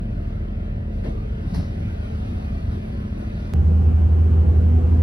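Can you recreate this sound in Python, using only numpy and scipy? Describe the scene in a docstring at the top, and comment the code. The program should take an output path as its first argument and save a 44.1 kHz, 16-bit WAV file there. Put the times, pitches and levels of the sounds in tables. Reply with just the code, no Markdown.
"""A diesel engine throbs at idle under the floor of a coasting railcar, three firings to each turn.
A fan hums, and broadband rolling noise swells as the wheels cross rough spots, with soft knocks,
swishes and faint squeaks. A click marks an abrupt jump to a window seat with the engine pulling:
a strong firing boom that beats with nearby tones, gear tones rising with speed, louder rolling noise."""
import sys
import numpy as np
from scipy import signal
from scipy.fft import rfft, irfft, next_fast_len
from scipy.io import wavfile
from scipy.ndimage import uniform_filter1d, map_coordinates

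SR = 44100
rng = np.random.default_rng(int(sys.argv[2]) if len(sys.argv) > 2 else 0)


def wrap_up_sound(samples):
    """Save the sound to the file named by the first command line argument, as 16-bit audio."""
    columns = np.atleast_2d(samples).T
    # keep every value between -1 and 1, then stretch to whole-number steps
    tamed = np.clip(columns, -1, 1)
    steps = np.round(tamed * 32767).astype(np.int16)
    wavfile.write(sys.argv[1], SR, steps)


N = 221602
T = np.arange(N) / SR
JUMP_S, FIRINGS_PER_TURN = 3.53717, 3


def amp(db):
    """The decibel law: 20 dB is a factor of ten in amplitude."""
    return 10 ** (np.asarray(db) / 20)


def along(points, hz):
    """Interpolation of (Hz, value) points on a logarithmic frequency axis."""
    f, v = np.transpose(points)
    return np.interp(np.log(hz + 1), np.log(f + 1), v)


def curves(rows):
    """Linear interpolation in time: one value per sample for each column after the first."""
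    s, *cols = np.transpose(rows)
    return [np.interp(T, s, c) for c in cols]


def wobble(rate):
    """Smooth random modulation: a spline through rate knots a second."""
    return map_coordinates(rng.standard_normal(int(N * rate / SR) + 4), [T * rate])


def swell(s, rise, fall):
    """A Gaussian envelope that peaks at time s, with separate rise and fall times."""
    return np.exp(-np.where(T < s, ((s - T) / rise) ** 2, ((T - s) / fall) ** 2))


def filtered(x, response):
    """Linear filtering: the spectrum of x is multiplied by a frequency response."""
    m = next_fast_len(N + SR // 2)
    return irfft(rfft(x, m) * response(np.fft.rfftfreq(m, 1 / SR)), m)[..., :N]


def tone(cycles, mid_db, side_db):
    """A wave reaches one channel first, so the side (difference) lags the mid (sum) a quarter cycle."""
    mid = amp(mid_db) * np.cos(2 * np.pi * cycles)
    side = amp(side_db) * np.sin(2 * np.pi * cycles)
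    return np.sqrt(2) * np.array([mid + side, mid - side])


def orders(turns, table, waver_db, locked):
    """Superposed multiples of a shaft's speed; phase-locked ones add up to one pulse per firing."""
    return sum(amp(waver_db * wobble(2.99)) * tone(k * turns + (0 if locked else rng.random()), mid, side)
               for k, mid, side in table)


def idling_engine(turns):
    """Periodic firing gives a harmonic series; uneven firing adds tones between the harmonics."""
    # Each row: time in seconds, mid level of the firing fundamental in dB.
    throb_levels = [(0, -28), (1.2, -29.5), (1.6, -34), (2.4, -35), (3.6, -35)]
    # Each row: multiple of crank speed, mid level in dB, side level in dB.
    firing_orders = [(6, -33.5, -75), (9, -42, -75), (12, -47, -75), (18, -46, -62)]
    knock_orders = [(24, -63, -69), (27, -58, -59), (30, -60, -64), (33, -56.5, -56), (36, -68, -57),
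                    (39, -63.5, -60), (42, -57, -63), (45, -62, -66), (48, -73, -62), (51, -61.5, -61)]
    uneven_orders = [(4.5, -41, -80), (5, -37.5, -80), (7, -48, -80), (8, -39, -72), (14, -48, -78)]
    throb_db, = curves(throb_levels)
    throb = tone(FIRINGS_PER_TURN * turns - 1 / 3, throb_db, throb_db - 45)  # trails the push
    push = orders(turns, firing_orders, waver_db=1.5, locked=True)
    knock = orders(turns, knock_orders, waver_db=2.5, locked=True)
    uneven = orders(turns, uneven_orders, waver_db=3.0, locked=False)
    return throb + push - knock + uneven  # the diesel knock pulls where the low harmonics push


def fan():
    """A fan hums at one frequency; its phase is the integral of that slowly drifting frequency."""
    # Each row: time in seconds, frequency in Hz, mid level in dB.
    hum = [(0, 212.4, -39.5), (1.8, 212.4, -38.5), (2.2, 213, -37.5), (3.6, 212.9, -37.5)]
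    hz, db = curves(hum)
    return tone(np.cumsum(hz) / SR, db, db - 19.5)


def cabin_noise(mids, sides, width_db, late, lean, levels, patchy_db):
    """Partly coherent noise shaped in four registers: rolling rumble, floor drone, rail roar, high hiss."""
    out = 0
    for mid, side, side_db, share, level_db in zip(mids, sides, width_db, late, levels):
        z = signal.stft(rng.standard_normal((2, N)), nperseg=2048)[2]
        # A share of the side signal is the mid signal arriving a quarter cycle late.
        z[1] = np.sqrt(1 - share ** 2) * z[1] - 1j * share * z[0]
        patches = rng.standard_normal(z.shape[1:])  # level varies over frequency and time
        patches = uniform_filter1d(uniform_filter1d(patches, 4, 0), 4, 1)
        pair = signal.istft(z * amp(patchy_db * patches / patches.std()), nperseg=2048)[1][:, :N]
        pair = filtered(pair, lambda hz: amp([along(mid, hz), along(side, hz)]))
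        out = out + amp(level_db) * amp([[0], [side_db]]) * pair / pair.std(axis=1, keepdims=True)
    stereo = np.array([out[0] + out[1], out[0] - out[1]])
    return filtered(stereo, lambda hz: amp([along(lean, hz) / 2, -along(lean, hz) / 2]))


def coasting_noise(turns):
    """Amplitude modulation of the noise: each firing rattles the upper registers, and jolts lift it."""
    # Each row: frequency in Hz, relative spectral level in dB; sides holds one such table per register.
    rumble = [(16, -26), (30, -9), (44, -7), (55, -3), (70, -2), (85, -5), (110, -4), (135, -11),
              (185, -10), (205, -14), (230, -15), (260, -19), (340, -45), (570, -120)]
    drone = [(150, -30.5), (260, -4), (285, 1.5), (431, -6.5), (484, -11), (700, -12), (745, -24.5),
             (980, -54), (1650, -120)]
    roar = [(440, -26), (750, -1.5), (892, -2.5), (1050, -4.5), (1430, -3), (1630, -6), (2030, -5.5),
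            (2230, -10), (2540, -9.5), (3300, -16.5), (4290, -45), (7260, -120)]
    # High hiss with narrow gaps near 7.2 kHz (mid) and 10.5 kHz (last side table), as in compressed audio.
    gapped_hiss = [(1940, -37), (3300, -5), (3800, -0.5), (4590, -2), (6230, -12.5), (6960, -24.5),
                   (7240, -54), (8130, -19), (9200, -13), (11800, -15), (13600, -44), (14600, -24),
                   (15600, -32)]
    sides = [
        [(16, -44), (28, -18), (177, -9), (206, 5), (260, -4), (340, -31), (570, -120)],
        [(150, -34.5), (260, -7), (471, -1), (750, -10), (980, -34.5), (1650, -120)],
        [(440, -26), (750, 2.5), (887, -6), (1020, -5.5), (1490, -7), (3300, -15.5), (4290, -44), (7260, -120)],
        [(1940, -29.5), (3300, 0.5), (4650, -3.5), (8730, -12.5), (9820, -24), (10500, -45), (10700, -26),
         (11500, -18), (14100, -15), (15600, -32)],
    ]
    # Each row: frequency in Hz, left minus right level in dB.
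    lean = [(100, 0), (200, 1), (380, 3.5), (700, 1), (2400, 0)]
    # The noise brightens and stays so. Each row: time in seconds, lift of the hiss in dB.
    brightening = [(0, 1.5), (.9, -0.5), (1.3, 3.5), (1.65, 6.5), (1.9, 7), (2.25, 8.5), (2.6, 6.5),
                   (3.1, 5.5), (3.5, 6.5)]
    steady_db = np.c_[[-31, -44.5, -56.5, -69]] + np.outer([0.28, 0.02, 0.44, 1], curves(brightening)[0])
    rattle_db = np.outer([0, 1.3, .7, .6], np.cos(2 * np.pi * FIRINGS_PER_TURN * turns))
    drift_db = 0.27 * np.array([wobble(4.2) for _ in range(4)])
    levels = steady_db + rustles() + jolts() + rattle_db + drift_db
    return cabin_noise((rumble, drone, roar, gapped_hiss), sides, width_db=(-33, -1.5, 7, 0.5),
                       late=(0.37, 0.34, .4, .55), lean=lean, levels=levels, patchy_db=2.5)


def rustles():
    """Soft friction, as of cloth, is mostly hiss: a lift in dB for each register."""
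    # Each row: peak time in seconds, lift of the hiss in dB.
    rubs = [(.24, 1), (.95, 4), (1.09, 1.5), (1.5, 4.5), (3.2, 2), (3.4, 2)]
    return np.outer([0.1, 0, 0.038, 0.93], sum(db * swell(s, rise=0.036, fall=0.14) for s, db in rubs))


def jolts():
    """Rough spots excite the wheels briefly over a broad band: a lift in dB for each register."""
    # Each row: peak time in seconds, fall time in seconds, lift of the hiss in dB.
    rough_spots = [(1.045, 0.075, 7), (1.543, 0.06, 5.5), (2.04, 0.038, 1), (2.72, 0.041, 3.5)]
    return np.outer([0.49, 0.72, 0.8, 1], sum(db * swell(s, 0.0077, fall) for s, fall, db in rough_spots))


def swishes():
    """Noise bursts each excite one resonance, mostly on the two strongest jolts."""
    # Each row: peak time, rise and fall in seconds, centre and half-width in Hz, level in dB.
    bursts = [(1.065, 0.026, 0.02, 550, 150, -44), (1.05, .012, 0.027, 1670, 340, -52),
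              (1.085, 0.015, 0.033, 250, 64, -40.5), (1.065, .015, .025, 930, 100, -51),
              (1.541, .002, .04, 4470, 450, -49), (1.548, .004, .025, 5500, 760, -54),
              (1.577, 0.036, 0.096, 4670, 1000, -55), (1.546, .004, .055, 10300, 1200, -58.5),
              (1.565, 0.013, .02, 200, 45, -27.5), (1.548, .008, 0.032, 600, 220, -45),
              (1.548, 0.0055, 0.029, 1820, 220, -50), (1.545, .005, .035, 1050, 140, -48),
              (1.598, 0.0095, 0.016, 200, 59, -28.5), (1.602, .008, 0.012, 620, 180, -46),
              (1.603, .01, .015, 1340, 510, -51), (1.632, .012, 0.013, 800, 390, -50.5),
              (3.8, .012, 0.026, 570, 45, -46), (3.195, .015, .03, 10500, 1600, -72),
              (3.36, .04, .06, 4300, 710, -66)]
    out = 0
    for s, rise, fall, hz, half_width, db in bursts:
        band = signal.butter(3, [hz - half_width, hz + half_width], "band", fs=SR, output="sos")
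        mid, side = signal.sosfilt(band, rng.standard_normal((2, N)))
        stereo = np.array([mid + 0.44 * side, mid - 0.28 * side]) / mid.std()
        out = out + amp(db) * swell(s, rise, fall) * stereo
    return out


def thuds(rise_s=.001):
    """Damped oscillation: knocks inside the two strongest jolts die within a few cycles."""
    # Each row: start in seconds, frequency in Hz, decay time in seconds, level in dB.
    knocks = [(1.046, 330, .008, -27), (1.069, 260, .01, -24), (1.086, 150, .012, -21),
              (1.539, 110, .008, -19), (1.5902, 80, .014, -12), (1.598, 600, .008, -31)]
    out = 0
    for s, hz, decay, db in knocks:
        t = np.clip(T - s, 0, None)
        envelope = np.exp(-t / decay) * (1 - np.exp(-t / rise_s))
        out = out + amp(db) * envelope * np.sin(2 * np.pi * hz * t)
    return out


def squeaks():
    """Linear chirps: faint tones glide in pitch and waver in level while they swell and fade."""
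    # Each row: peak time, rise and fall in seconds, frequency in Hz, glide in Hz per second, level in dB.
    chirps = [(2.045, .025, .075, 1440, 100, -59), (2.135, .02, .03, 1550, 100, -59),
              (2.163, .02, .025, 1220, 200, -58), (3.25, .05, .06, 3580, 400, -73),
              (3.385, .03, .03, 3520, -900, -69), (3.44, .02, .03, 3510, 600, -70),
              (3.51, .05, .05, 3580, 500, -70.5)]
    waver = .95 + .3 * np.array([wobble(40), wobble(41)])
    return waver * sum(swell(s, rise, fall) * tone(hz * (T - s) + glide * (T - s) ** 2 / 2, db, -120)
                       for s, rise, fall, hz, glide, db in chirps)


def coasting():
    """Superposition of the sources in the coasting car; the idling crank times throb and rattle."""
    # Each row: time in seconds, crank speed in turns per second.
    crank_speed = [(0, 13.345), (1.9, 13.339), (2.2, 13.36), (3.6, 13.362)]
    turns = -.088 + np.cumsum(curves(crank_speed)[0]) / SR
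    return idling_engine(turns) + fan() + coasting_noise(turns) + swishes() + thuds() + squeaks()


def click(length_s=.003):
    """A sudden step has a broad spectrum and is heard as a click, here stronger on the right."""
    step = (T >= JUMP_S) * np.clip(1 - (T - JUMP_S) / length_s, 0, 1)
    return np.outer([.08, .14], step)


def firing_boom(turns, lean_db=-0.8):
    """Beating: weaker tones beside the loaded firing tone make it dip about once an engine cycle."""
    # The deepest dips. Each row: time in seconds, gain of the firing tone in dB.
    dips = [(3.636, -9), (3.825, -6), (3.922, -4.5), (4.092, -4), (4.3, -4), (4.449, -6.5), (4.618, -6),
            (4.805, -9), (4.864, -10.5)]
    # Each row: multiple of crank speed, phase lead in cycles, mid level in dB, side level in dB.
    beat_tones = [(2, -.17, -34.5, -62), (2.5, -.36, -30.5, -51.5), (2.585, -.42, -29.5, -54),
                  (4, -.1, -38, -60)]
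    dip_db = sum(db * swell(s, rise=0.01, fall=0.01) for s, db in dips)
    boom = amp(dip_db) * tone(FIRINGS_PER_TURN * turns, mid_db=-14.5, side_db=-42)
    neighbours = sum(amp(.7 * wobble(2.2)) * tone(k * turns + lead, mid, side)
                     for k, lead, mid, side in beat_tones)
    return (boom + neighbours) * amp([[lean_db / 2], [-lean_db / 2]])


def shaft_tones(turns, table, waver_db, jitter_cycles):
    """Modulated shaft orders: each swells or fades steadily and wanders in level and phase."""
    return sum(amp(growth * (T - 4.0) + waver_db * wobble(16))
               * tone(k * turns + rng.random() + jitter_cycles * wobble(12), mid, side)
               for k, mid, side, growth in table)


def engine_and_gears(turns):
    """Fixed gear ratios make the tones of two shafts rise in pitch with those of the loaded engine."""
    # Each row: multiple of shaft speed, mid and side levels in dB at 4 s, growth in dB per second.
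    engine_orders = [(5.89, -43, -39.5, -2.5), (21.46, -65.5, -66, -0.5), (30.2, -59, -58.5, -10)]
    drive_orders = [(2, -38, -57, -1.5), (4, -36.5, -48.5, -1.5), (5, -39.5, -45.5, 5),
                    (6, -51, -46.5, -1.5), (7, -50.5, -63.5, 4.5), (8, -43.5, -62, -2.5)]
    pump_orders = [(2, -45.5, -55.5, 3.5), (3, -46, -46, 5.5), (6, -50, -52, 5.5), (8, -59, -53.5, -4.5)]
    # Each row: multiple of crank speed, mid level in dB, side level in dB.
    uneven_orders = [(4.5, -35.5, -56), (7, -44, -51), (16.5, -62, -52), (20, -66, -58), (22, -67, -57)]
    drive_ratio, pump_ratio = 1.783, 3.058
    engine = shaft_tones(turns, engine_orders, waver_db=2.3, jitter_cycles=0.02)
    uneven = orders(turns, uneven_orders, waver_db=1.0, locked=False)
    drive = shaft_tones(drive_ratio * turns, drive_orders, waver_db=3.0, jitter_cycles=0.07)
    pump = shaft_tones(pump_ratio * turns, pump_orders, waver_db=3.2, jitter_cycles=.1)
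    return engine + uneven + drive + pump


def pulling_noise():
    """Rolling noise grows with speed: each register rises steadily in level."""
    # Each row: frequency in Hz, relative spectral level in dB; sides holds one such table per register.
    rumble = [(16, -28), (32, -4), (43, -12), (62, 1), (100, -3.5), (150, -7), (210, -13), (260, -16),
              (340, -45), (570, -120)]
    drone = [(150, -27.5), (260, -6), (290, -2), (377, -2), (497, -7.5), (557, -14), (750, -15.5),
             (980, -47.5), (1650, -120)]
    roar = [(440, -27), (750, 1), (818, -3.5), (881, -5), (1500, -9.5), (2030, -15.5), (2810, -17),
            (3300, -22.5), (4290, -51.5), (7260, -120)]
    hiss = [(1940, -29), (3300, -5.5), (3930, -3.5), (8460, -12), (9560, -13.5), (10600, -9.5),
            (12400, -20), (13100, -45), (14200, -25.5), (15600, -33)]
    sides = [
        [(16, -40), (28, -9.5), (70, 3), (119, -2.5), (168, -2), (260, -5), (340, -34.5), (570, -120)],
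        [(150, -29), (260, 0.5), (335, -3.5), (750, -11.5), (980, -39.5), (1650, -120)],
        [(440, -31.5), (750, -5), (818, -8), (887, -13.5), (1530, -18.5), (3300, -29.5), (4290, -63.5),
         (7260, -120)],
        [(1940, -36), (3300, -1), (4650, -3), (10100, -10), (11500, -23.5), (12500, -17.5), (14000, -18.5),
         (15600, -46)],
    ]
    # Each row: frequency in Hz, left minus right level in dB.
    lean = [(60, -.5), (110, -.5), (200, -4), (380, -1.5), (700, 2), (4400, 3.5), (8100, 1), (15000, 0)]
    rise_db = np.outer([0.066, 1, .4, .9], T - 4.3)
    drift_db = 0.41 * np.array([wobble(5.4) for _ in range(4)])
    levels = np.c_[[-27, -39, -49, -65]] + rise_db + drift_db
    return cabin_noise((rumble, drone, roar, hiss), sides, width_db=(-17, -0.5, 2, -0.5),
                       late=(0.44, 0.51, .4, .4), lean=lean, levels=levels, patchy_db=1.93)


def pulling():
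    """Superposition of the sources under load, with the crank at about twice its idling speed."""
    # Each row: time in seconds, crank speed in turns per second.
    crank_speed = [(3.537, 26.496), (5.03, 27.1)]
    turns = np.cumsum(curves(crank_speed)[0]) / SR
    turns = -.058 + turns - turns[round(JUMP_S * SR)]  # crank angle counted from the jump
    return firing_boom(turns) + engine_and_gears(turns) + pulling_noise()


def scene(fade_s=.0045):
    """A crossfade of a few milliseconds around the click leads from coasting to pulling."""
    later = np.clip(1 / 3 + (T - JUMP_S) / fade_s, 0, 1)
    return (1 - later) * coasting() + later * pulling() + click()


def record(dry, bass_hz=28, top_hz=15700):
    """Band limiting: the deepest bass rolls off and nothing passes above the top frequency."""
    return filtered(dry, lambda hz: (hz < top_hz) / (1 + (bass_hz / (hz + 1)) ** 6))


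dry = scene()
out = record(dry)
wrap_up_sound(out)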